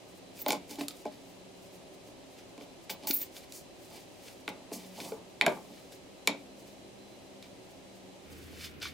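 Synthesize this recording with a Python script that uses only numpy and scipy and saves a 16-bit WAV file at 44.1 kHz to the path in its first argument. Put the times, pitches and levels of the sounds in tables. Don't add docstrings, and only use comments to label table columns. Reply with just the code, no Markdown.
import sys
import numpy as np
from scipy import signal
from scipy.fft import rfft, irfft
from scipy.io import wavfile
from scipy.ndimage import uniform_filter1d

SR = 44100
rng = np.random.default_rng(int(sys.argv[2]) if len(sys.argv) > 2 else 0)


def volts_from_decibels(level):
    exponent = np.asarray(level, float) / 20
    return 10 ** exponent


def int16_out(signal):
    q = np.round(np.clip(np.atleast_2d(signal).T, -1, 1) * 32767)
    wavfile.write(sys.argv[1], SR, q.astype(np.int16))


N = 393813


def rms_one(x):
    return x / np.sqrt(np.mean(x ** 2) + 1e-20)


def in_time(rows):
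    s, *columns = np.transpose(rows)
    return [np.interp(np.arange(N) / SR, s, c) for c in columns]


def at_hz(points, hz):
    return np.interp(np.log(hz), np.log(np.array(points)[:, 0]), np.array(points)[:, 1])


def drift(rate):
    r = np.exp(-80 * np.pi * rate / SR)
    noise = rng.standard_normal(N // 40 + 2002)
    slow = signal.lfilter([1], [1, -2 * r, r * r], noise)[2000:]
    return np.interp(np.arange(N) / 40, np.arange(len(slow)), rms_one(slow))


def narrow(hz, width_hz, steady=0.64):
    phase = 2 * np.pi * np.cumsum(np.broadcast_to(hz, N)) / SR
    return rms_one((drift(width_hz) + steady) * np.cos(phase) + drift(width_hz) * np.sin(phase))


def ring(clicks, hz, t60):
    r, w = volts_from_decibels(-60 / (t60 * SR)), 2 * np.pi * hz / SR
    return signal.lfilter([0, np.sin(w)], [1, -2 * r * np.cos(w), r * r], clicks + 1e-18)


def colour(x, spectrum):
    hz = np.maximum(np.arange(N // 2 + 1) * SR / N, 1)
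    ends = [(spectrum[0][0] / 2, -60), *spectrum, (spectrum[-1][0] * 2, -60)]
    return rms_one(irfft(rfft(x) * volts_from_decibels(at_hz(ends, hz)), N))


def grains(per_s, spread_db):
    sizes = volts_from_decibels(spread_db * np.minimum(rng.exponential(1, N), 5)) * rng.choice([-1, 1], N)
    return sizes * (rng.random(N) < per_s / SR)


def strokes(s, swell_s, hold_s, fade_s, level_db):
    range_db = 20
    let_go_db = 24
    power, t = np.zeros(N), np.arange(N) / SR
    for at, swell, hold, fade, db in np.broadcast(s, swell_s, hold_s, fade_s, level_db):
        near = slice(max(int((at - 3 * swell) * SR), 0), int((at + hold + 3 * fade) * SR))
        before, after = (at - t[near]) / swell, (t[near] - at - hold) / fade
        away = np.maximum(np.maximum(before, after), 0)
        power[near] += volts_from_decibels(db - range_db * away - let_go_db * np.maximum(away - 1, 0)) ** 2
    return uniform_filter1d(np.sqrt(power), size=44)


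# [dB per Hz, relative]
EARLY_ROOM = [(12, -50), (20, -18.5), (102, -11), (160, -10), (195, -5.5), (237, -12), (258, -7), (382, -6),
              (452, -9.5), (583, -6.5), (1390, -25), (2580, -20), (8410, -29), (15200, -46.5), (16500, -51)]
LATE_ROOM = [(12, -40), (20, -19), (86, -6), (314, -4.5), (393, -5.5), (913, -22.5), (1390, -19),
             (2580, -18), (7730, -36), (15200, -40), (16500, -55)]
# pitch_hz [Hz], likeness [0-1]
LIKENESS = [(30, 0), (130, 0.25), (290, 0.21), (640, 0.43), (1400, 0), (3100, 0.2), (6800, 0.02),
            (15000, 0.9)]
# pitch_hz [Hz], width_hz [Hz], level_db [dB]
HUMS = [(115, 3.9, -73), (266, 9.2, -65), (338, 8.2, -69.5), (380, 4.5, -64.5), (560, 13, -70.5),
        (4040, 15, -73.5)]
# start_s [s], pitch_hz [Hz], level_db [dB]
LOW_TONE = [(0, 183.4, -66.5), (2.4, 183.7, -69.5), (2.8, 183.7, -69), (3.1, 180.5, -74), (4.4, 182, -79),
            (4.5, 185.2, -56), (5.6, 187.1, -66), (5.8, 194.6, -63), (7.0, 202, -64), (8.2, 188.2, -66.5),
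            (8.93, 185.6, -63)]
# pitch_hz [Hz], width_hz [Hz], level_db [dB]
DEEP_HUM = (79, 4.7, -58)
BAND_EDGES = np.minimum(20 * 2 ** np.arange(0, 10, 1 / 3), 17000)


def room():
    early_db, late_db = -52.5, -50.5
    late = np.interp(np.arange(N) / SR, (8.2, 8.36), [0, np.pi / 2])
    white, early_sum, late_sum = rng.standard_normal((2, 2, N)), 0, 0
    for k, (low, high) in enumerate(zip(BAND_EDGES, BAND_EDGES[1:])):
        band_filter = signal.butter(2, [low, high], "band", fs=SR, output="sos")
        mid, side = signal.sosfilt(band_filter, white[k % 2])
        hz = np.sqrt(low * high)
        alike = np.clip(at_hz(LIKENESS, hz), 0, 1)
        band = np.sqrt(1 + alike) * mid + np.sqrt(1 - alike) * side * [[1], [-1]]
        early_sum = early_sum + volts_from_decibels(at_hz(EARLY_ROOM, hz)) * band
        late_sum = late_sum + volts_from_decibels(at_hz(LATE_ROOM, hz)) * band
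    hums = sum(volts_from_decibels(db) * narrow(hz, width) for hz, width, db in HUMS)
    low_hz, low_db = in_time(LOW_TONE)
    low_tone = volts_from_decibels(low_db) * narrow(low_hz, width_hz=2.14, steady=2.4)
    deep_hz, deep_width_hz, deep_db = DEEP_HUM
    deep_hum = volts_from_decibels(deep_db) * narrow(deep_hz, deep_width_hz, steady=4.6)
    early = volts_from_decibels(early_db) * rms_one(early_sum) + hums
    after = volts_from_decibels(late_db) * rms_one(late_sum) + deep_hum
    return np.cos(late) ** 2 * early + np.sin(late) ** 2 * after + low_tone


# pitch_hz [Hz], level_db [dB, relative], ring_s [s to fade 60 dB after a blow]
PLANK = [(199, -4, 0.06), (230, -2.5, 0.12), (288, 0.5, 0.18), (450, 3, 0.089), (596, 1, 0.092),
         (614.5, 2, 0.12), (690, -1, 0.1), (841.6, 5, 0.097), (1038, 1.5, 0.056)]
PLASTIC = [(1133, -10.5, 0.031), (1430, -11, 0.03), (1567, -10, 0.014), (2104, -8.5, 0.016),
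           (2333, -0.5, 0.0088), (2570, -3, 0.0079), (3100, -3.5, 0.0067), (3710, -1, 0.0073),
           (4490, -7, 0.0096), (5120, -6.5, 0.012)]
# loudest_s [s], swell_s [s], fade_s [s], scrape_db [dB], skin_db [dB]
RUBS = [(.37, 0.043, 0.083, -58, -57), (.41, 0.048, 0.026, -57, -49.5), (.487, .003, 0.021, -34, -38),
        (0.505, .003, 0.01, -34, -42), (.525, 0.059, 0.042, -36.5, -43),
        (0.713, 0.034, 0.077, -49.5, -47.5), (.795, .012, .05, -42, -51), (.813, .004, 0.048, -46, -45),
        (.887, .003, 0.022, -59, -48), (.912, .004, .02, -54, -52), (.97, 0.062, 0.054, -63, -60),
        (1.064, 0.0055, 0.026, -50.5, -65), (1.125, 0.028, 0.054, -58.5, -65), (1.3, .15, 0.12, -84, -68),
        (1.63, .05, .05, -88, -63.5), (1.76, 0.1, .04, -80, -63.5), (2.388, .03, 0.042, -54.5, -63),
        (2.624, 0.045, 0.032, -54.5, -64), (2.9, .003, 0.03, -35.5, -37), (3.045, .04, .04, -51.5, -70),
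        (3.074, .003, 0.056, -42, -36), (3.115, .06, .004, -43.5, -46), (3.16, .08, .08, -57, -49),
        (3.216, 0.032, 0.061, -48, -45.5), (3.374, 0.058, 0.039, -51, -48.5), (3.44, .06, 0.035, -59, -61),
        (3.562, 0.061, 0.068, -59, -47), (3.86, 0.16, 0.045, -69, -66), (3.962, 0.096, 0.08, -53.5, -54.5),
        (4.272, 0.14, 0.13, -55.5, -56), (4.49, 0.0044, .015, -40.5, -46), (4.732, .012, 0.075, -47.5, -43),
        (4.8, 0.065, 0.21, -56.5, -60.5), (4.985, .07, 0.017, -55, -53), (5.004, 0.0028, 0.035, -40, -54),
        (5.05, 0.14, 0.11, -49.5, -49), (5.49, .005, 0.25, -72, -57), (5.778, 0.33, .2, -62.5, -65),
        (5.924, 0.011, 0.05, -56, -56), (6.6, 0.05, 0.054, -74, -63), (6.68, 0.044, 0.027, -62, -64),
        (7.424, .004, 0.063, -55, -65), (8.328, 0.059, 0.053, -62, -61), (8.43, 0.22, 0.21, -62.5, -61),
        (8.655, .14, .045, -45, -48.5), (8.826, 0.016, 0.074, -35, -48), (8.88, 0.044, 0.061, -58, -55)]
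# [dB per Hz, relative]
SCRAPE = [(650, -106), (1100, -35), (1250, -6.5), (1920, -3.5), (2660, 5.5), (5120, 5), (6500, -2),
          (8450, -40), (14300, -120)]
SKIN = [(2650, -71), (4500, -6), (4910, -7.5), (6840, -7), (15000, -12), (16100, -14), (16500, -55)]
# full_s [s], swell_s [s], hold_s [s], fade_s [s], level_db [dB]
RUMBLES = [(0.49, .003, 0.043, 0.06, -34.5), (.7, .02, 0.074, 0.045, -56), (0.817, 0.049, .01, 0.059, -43),
           (2.604, 0.092, .01, 0.16, -55), (2.906, .003, .005, 0.083, -45),
           (3.044, .02, 0.028, 0.063, -47.5), (3.91, .013, .03, .15, -54.5),
           (4.484, .003, .003, 0.065, -39), (4.564, .02, .14, .05, -57), (4.72, .015, .003, 0.18, -46.5),
           (4.982, 0.022, 0.13, .15, -47), (5.415, 0.0034, 0.041, .02, -37),
           (5.466, .02, .003, 0.11, -26.5), (5.564, .02, .005, .19, -51.5),
           (6.281, 0.0027, .03, 0.065, -38)]


def rubbing():
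    s, swell, fade, scrape_db, skin_db = np.transpose(RUBS)
    scrape = strokes(s, swell, 0, fade, scrape_db)
    faint = volts_from_decibels(-78.5 + 5.5 * drift(11))
    hiss_level = strokes(s, swell, 0, fade, skin_db) + faint
    slips = grains(per_s=6000, spread_db=3.0) * volts_from_decibels(2.2 * drift(46))
    planks = sum(volts_from_decibels(db) * ring(slips, hz, 0.16 * t60) for hz, db, t60 in PLANK)
    plastic = sum(volts_from_decibels(db) * ring(slips, hz, 1.4 * t60) for hz, db, t60 in PLASTIC[3:])
    rasp = rms_one(colour(slips, SCRAPE) + volts_from_decibels(-6.5) * rms_one(plastic))
    hiss = colour(grains(per_s=15000, spread_db=2.5) * volts_from_decibels(1.2 * drift(30)), SKIN)
    rumble = strokes(*np.transpose(RUMBLES)) * rms_one(planks)
    return scrape * rasp + hiss_level * hiss + rumble


# pitch_hz [Hz], fade_s [s to fade 60 dB]
ECHO_FADE = [(200, 0.37), (1000, 0.13), (4000, 0.25), (12000, 0.099)]


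def echoes(x):
    t, out = np.arange(SR // 2) / SR, 0
    for low in 100 * 2. ** np.arange(7):
        band = signal.butter(2, [low, min(2.4 * low, 17000)], "band", fs=SR, output="sos")
        tail = signal.sosfilt(band, rng.standard_normal((2, len(t))))
        fade = volts_from_decibels(-60 * t / at_hz(ECHO_FADE, 2.28 * low))
        onset = np.clip(t / 0.0011 - .5, 0, 1)
        out = out + tail * fade * onset
    mid, side = out / np.sqrt(np.sum(out[0] ** 2))
    side_band = signal.butter(2, [350, 7000], "band", fs=SR, output="sos")
    side = volts_from_decibels(-3.5) * signal.sosfilt(side_band, side)
    return signal.fftconvolve(x[None], [mid + side, mid - side])[:, :N]


def struck(modes, s, pitch_hz, level_db, narrow_db, scatter_db, rise_s):
    out, t = np.zeros(N), np.arange(SR // 3) / SR
    hz, mode_db, t60 = np.transpose(modes)[:, :, None]
    luck = rng.normal(0, 1, (len(s), len(modes), 1))
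    signs = (-1.) ** np.arange(len(modes))[:, None]
    rise = 1 - np.exp(-t / rise_s)
    rings = signs * volts_from_decibels(mode_db - 60 * t / t60) * np.sin(2 * np.pi * hz * t) * rise
    for k, start in enumerate(s):
        at = round(start * SR)
        octaves_off = np.abs(np.log2(hz / pitch_hz[k]))
        strength_db = level_db[k] - narrow_db * octaves_off + scatter_db * luck[k]
        out[at:at + len(t)] += (volts_from_decibels(strength_db) * rings).sum(axis=0)[:N - at]
    return out


def crunch(x, length_s, spread_db):
    t = np.arange(400) / SR
    chosen = rng.random(len(t)) < .12
    steps = rng.normal(0, 1, len(t)) * chosen * volts_from_decibels(spread_db - 60 * t / length_s)
    return x + signal.fftconvolve(x, steps)[:N]


# [Hz, struck spot]
THUDS = [(.417, -56, 374), (.4625, -26.5, 560), (.4841, -37.5, 300), (.5051, -35, 800), (.5211, -40, 586),
         (.5289, -32, 690), (.6942, -49, 237), (.711, -44, 290), (.7853, -37.5, 278), (.8098, -31, 288),
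         (1.055, -31, 500), (2.087, -50.5, 304), (2.5786, -42.5, 284), (2.6104, -51, 452),
         (2.8962, -50, 756), (3.027, -46.5, 310), (3.0354, -46, 245), (3.0718, -45, 830), (3.1, -44, 298),
         (4.2634, -53, 380), (4.4783, -40.5, 511), (4.7171, -34, 241), (4.757, -38.5, 220),
         (5.0123, -47, 260), (5.1203, -41.5, 450), (5.4111, -39, 785), (5.4209, -33.5, 580),
         (5.464, -31, 690), (5.4752, -35, 710), (5.4805, -29, 705), (5.6994, -45, 296), (6.274, -30, 450),
         (6.292, -37, 288), (8.3138, -46.5, 200), (8.5282, -45, 196)]
# start_s [s], ring_db [dB], hardness [0-1], snap_db [dB]
CLICKS = [(.39, -40, 0.65, -51), (0.418, -46, .8, -47), (0.4624, -23, .52, -32), (0.4838, -24, 0.1, -21),
          (0.5055, -19.5, 0.52, -17.5), (.5211, -28, 0.3, -19), (0.5295, -27, 0.4, -24),
          (0.6945, -46, 0.4, -42), (.711, -43, 0.4, -38), (.757, -38, 0.9, -39), (.7853, -45, 0.4, -47),
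          (.8098, -28.5, 0.62, -35), (.883, -29, 0.9, -22), (.9077, -33, 1, -44), (1.054, -36.5, 0.3, -42),
          (2.5786, -41.5, 0.46, -47), (2.61, -41, .5, -52), (2.8954, -29.5, 0.4, -37),
          (3.027, -48, .6, -50), (3.0346, -48, .8, -46), (3.0719, -26, 1, -24),
          (3.1096, -20.5, 0.92, -17.5), (3.3662, -34.5, 0.63, -50), (3.5228, -41, 0.8, -32),
          (4.2627, -54, .9, -48), (4.4784, -20.5, 0.44, -34.5), (4.7171, -42, .5, -51),
          (5.0017, -29.5, 0.64, -40), (5.12, -32, 0.2, -62), (5.299, -51, .6, -52),
          (5.4117, -11.5, 0.65, -25.5), (5.4207, -21, 0.53, -32), (5.464, -12, 0.5, -18),
          (5.4807, -22.5, .3, -42), (5.922, -59, .99, -46), (6.274, -10, 0.94, -9.5),
          (7.426, -41, 0.85, -45.5), (8.802, -69, 0.4, -48), (8.828, -33, 0.85, -42),
          (8.8547, -24.5, 0.2, -44)]
# pitch_hz [Hz], level_db [dB, relative], ring_s [s to fade 60 dB]
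SNAP = [(5740, 8.5, 0.0016), (7240, -2, 0.0032), (8950, 1.5, 0.0018), (11440, -5.5, 0.0018),
        (14200, -2, 0.0012)]


def blows():
    thud_s, thud_db, spot_hz = np.transpose(THUDS)
    s, ring_db, hardness, snap_db = np.transpose(CLICKS)
    plastic_hz = 1200 * 4 ** np.clip(hardness, 0, 1)
    thud = struck(PLANK, thud_s, spot_hz, thud_db, narrow_db=9.0, scatter_db=3.0, rise_s=0.00033)
    click = struck(PLASTIC, s, plastic_hz, ring_db, narrow_db=10.0, scatter_db=3.5, rise_s=0.000083)
    snap = struck(SNAP, s, 3.0 * plastic_hz, snap_db, narrow_db=1.5, scatter_db=2.0, rise_s=.0001)
    return thud + click + crunch(snap, length_s=.009, spread_db=-7.0)


# pitch_hz [Hz], level_db [dB, relative], ring_s [s to fade 60 dB]
STEEL = [(9390, -13, .03), (11400, -14, .03), (12400, -15, .03), (13300, -3, .012), (13667, -2, .045),
         (13900, -2, .015), (14200, -5, .015), (14520, -4, .035), (14880, -1, .035), (15042, -2, .04),
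         (15300, -4, .015), (15533, -2, .035), (15750, -4, .015)]
# full_s [s], swell_s [s], hold_s [s], fade_s [s], level_db [dB]
SLIDES = [(0.416, 0.03, .006, .008, -32), (0.48, .002, .002, 0.026, -33), (2.897, .003, .016, .033, -42),
          (3.07, .002, .03, .02, -33), (3.108, 0.025, 0.0055, .008, -23), (3.128, .01, .037, .015, -31),
          (3.172, .01, 0.054, .02, -37)]


def ruler():
    chatter = grains(per_s=5100, spread_db=3.5) * volts_from_decibels(3.2 * drift(50))
    push = strokes(*np.transpose(SLIDES))
    drives = [volts_from_decibels(db) * chatter * rng.normal(0, 1, N) for hz, db, t60 in STEEL]
    steady = sum(ring(drive, hz, t60) for drive, (hz, db, t60) in zip(drives, STEEL))
    song = sum(ring(push * drive, hz, t60) for drive, (hz, db, t60) in zip(drives, STEEL))
    return song / np.std(steady)


# start_s [s], level_db [dB], pitch_hz [Hz], ring_s [s to fade 60 dB]
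HOLLOW = [(.4625, -27, 623, 0.11), (.884, -48, 1280, .06), (.909, -50, 1260, .05), (3.099, -25, 280, 0.024),
          (5.1201, -28.5, 443, 0.11), (5.4115, -9.5, 2070, 0.0091), (5.4645, -17.5, 671, 0.095),
          (5.4645, -26.5, 1626, 0.081), (6.275, -23.5, 1020, .03), (6.275, -12, 2290, 0.017)]


def hollow():
    out = np.zeros(N)
    for s, db, hz, t60 in HOLLOW:
        t = np.arange(round(1.5 * SR / hz)) / SR
        push = np.zeros(N)
        cycles = np.hanning(len(t)) * np.sin(2 * np.pi * hz * t)
        push[round(s * SR) + np.arange(len(t))] = 4 / len(t) * cycles
        out += volts_from_decibels(db) * ring(push, hz, t60)
    return out


def scene():
    table = blows() + hollow() + rubbing() + ruler()
    no_bass = signal.butter(6, 165, "high", fs=SR, output="sos")
    table = signal.sosfilt(no_bass, table)
    direct = table * volts_from_decibels(np.array([[-.2], [.2]]))
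    return direct + volts_from_decibels(-11.5) * echoes(table) + room()


def band_limit(x):
    return signal.sosfilt(signal.butter(12, 17040, fs=SR, output="sos"), x)


def record(dry):
    top = signal.cheby2(10, 35, 16350, fs=SR, output="sos")
    mix = signal.sosfilt(top, dry)
    return band_limit(mix)


dry = scene()
out = record(dry)
int16_out(out)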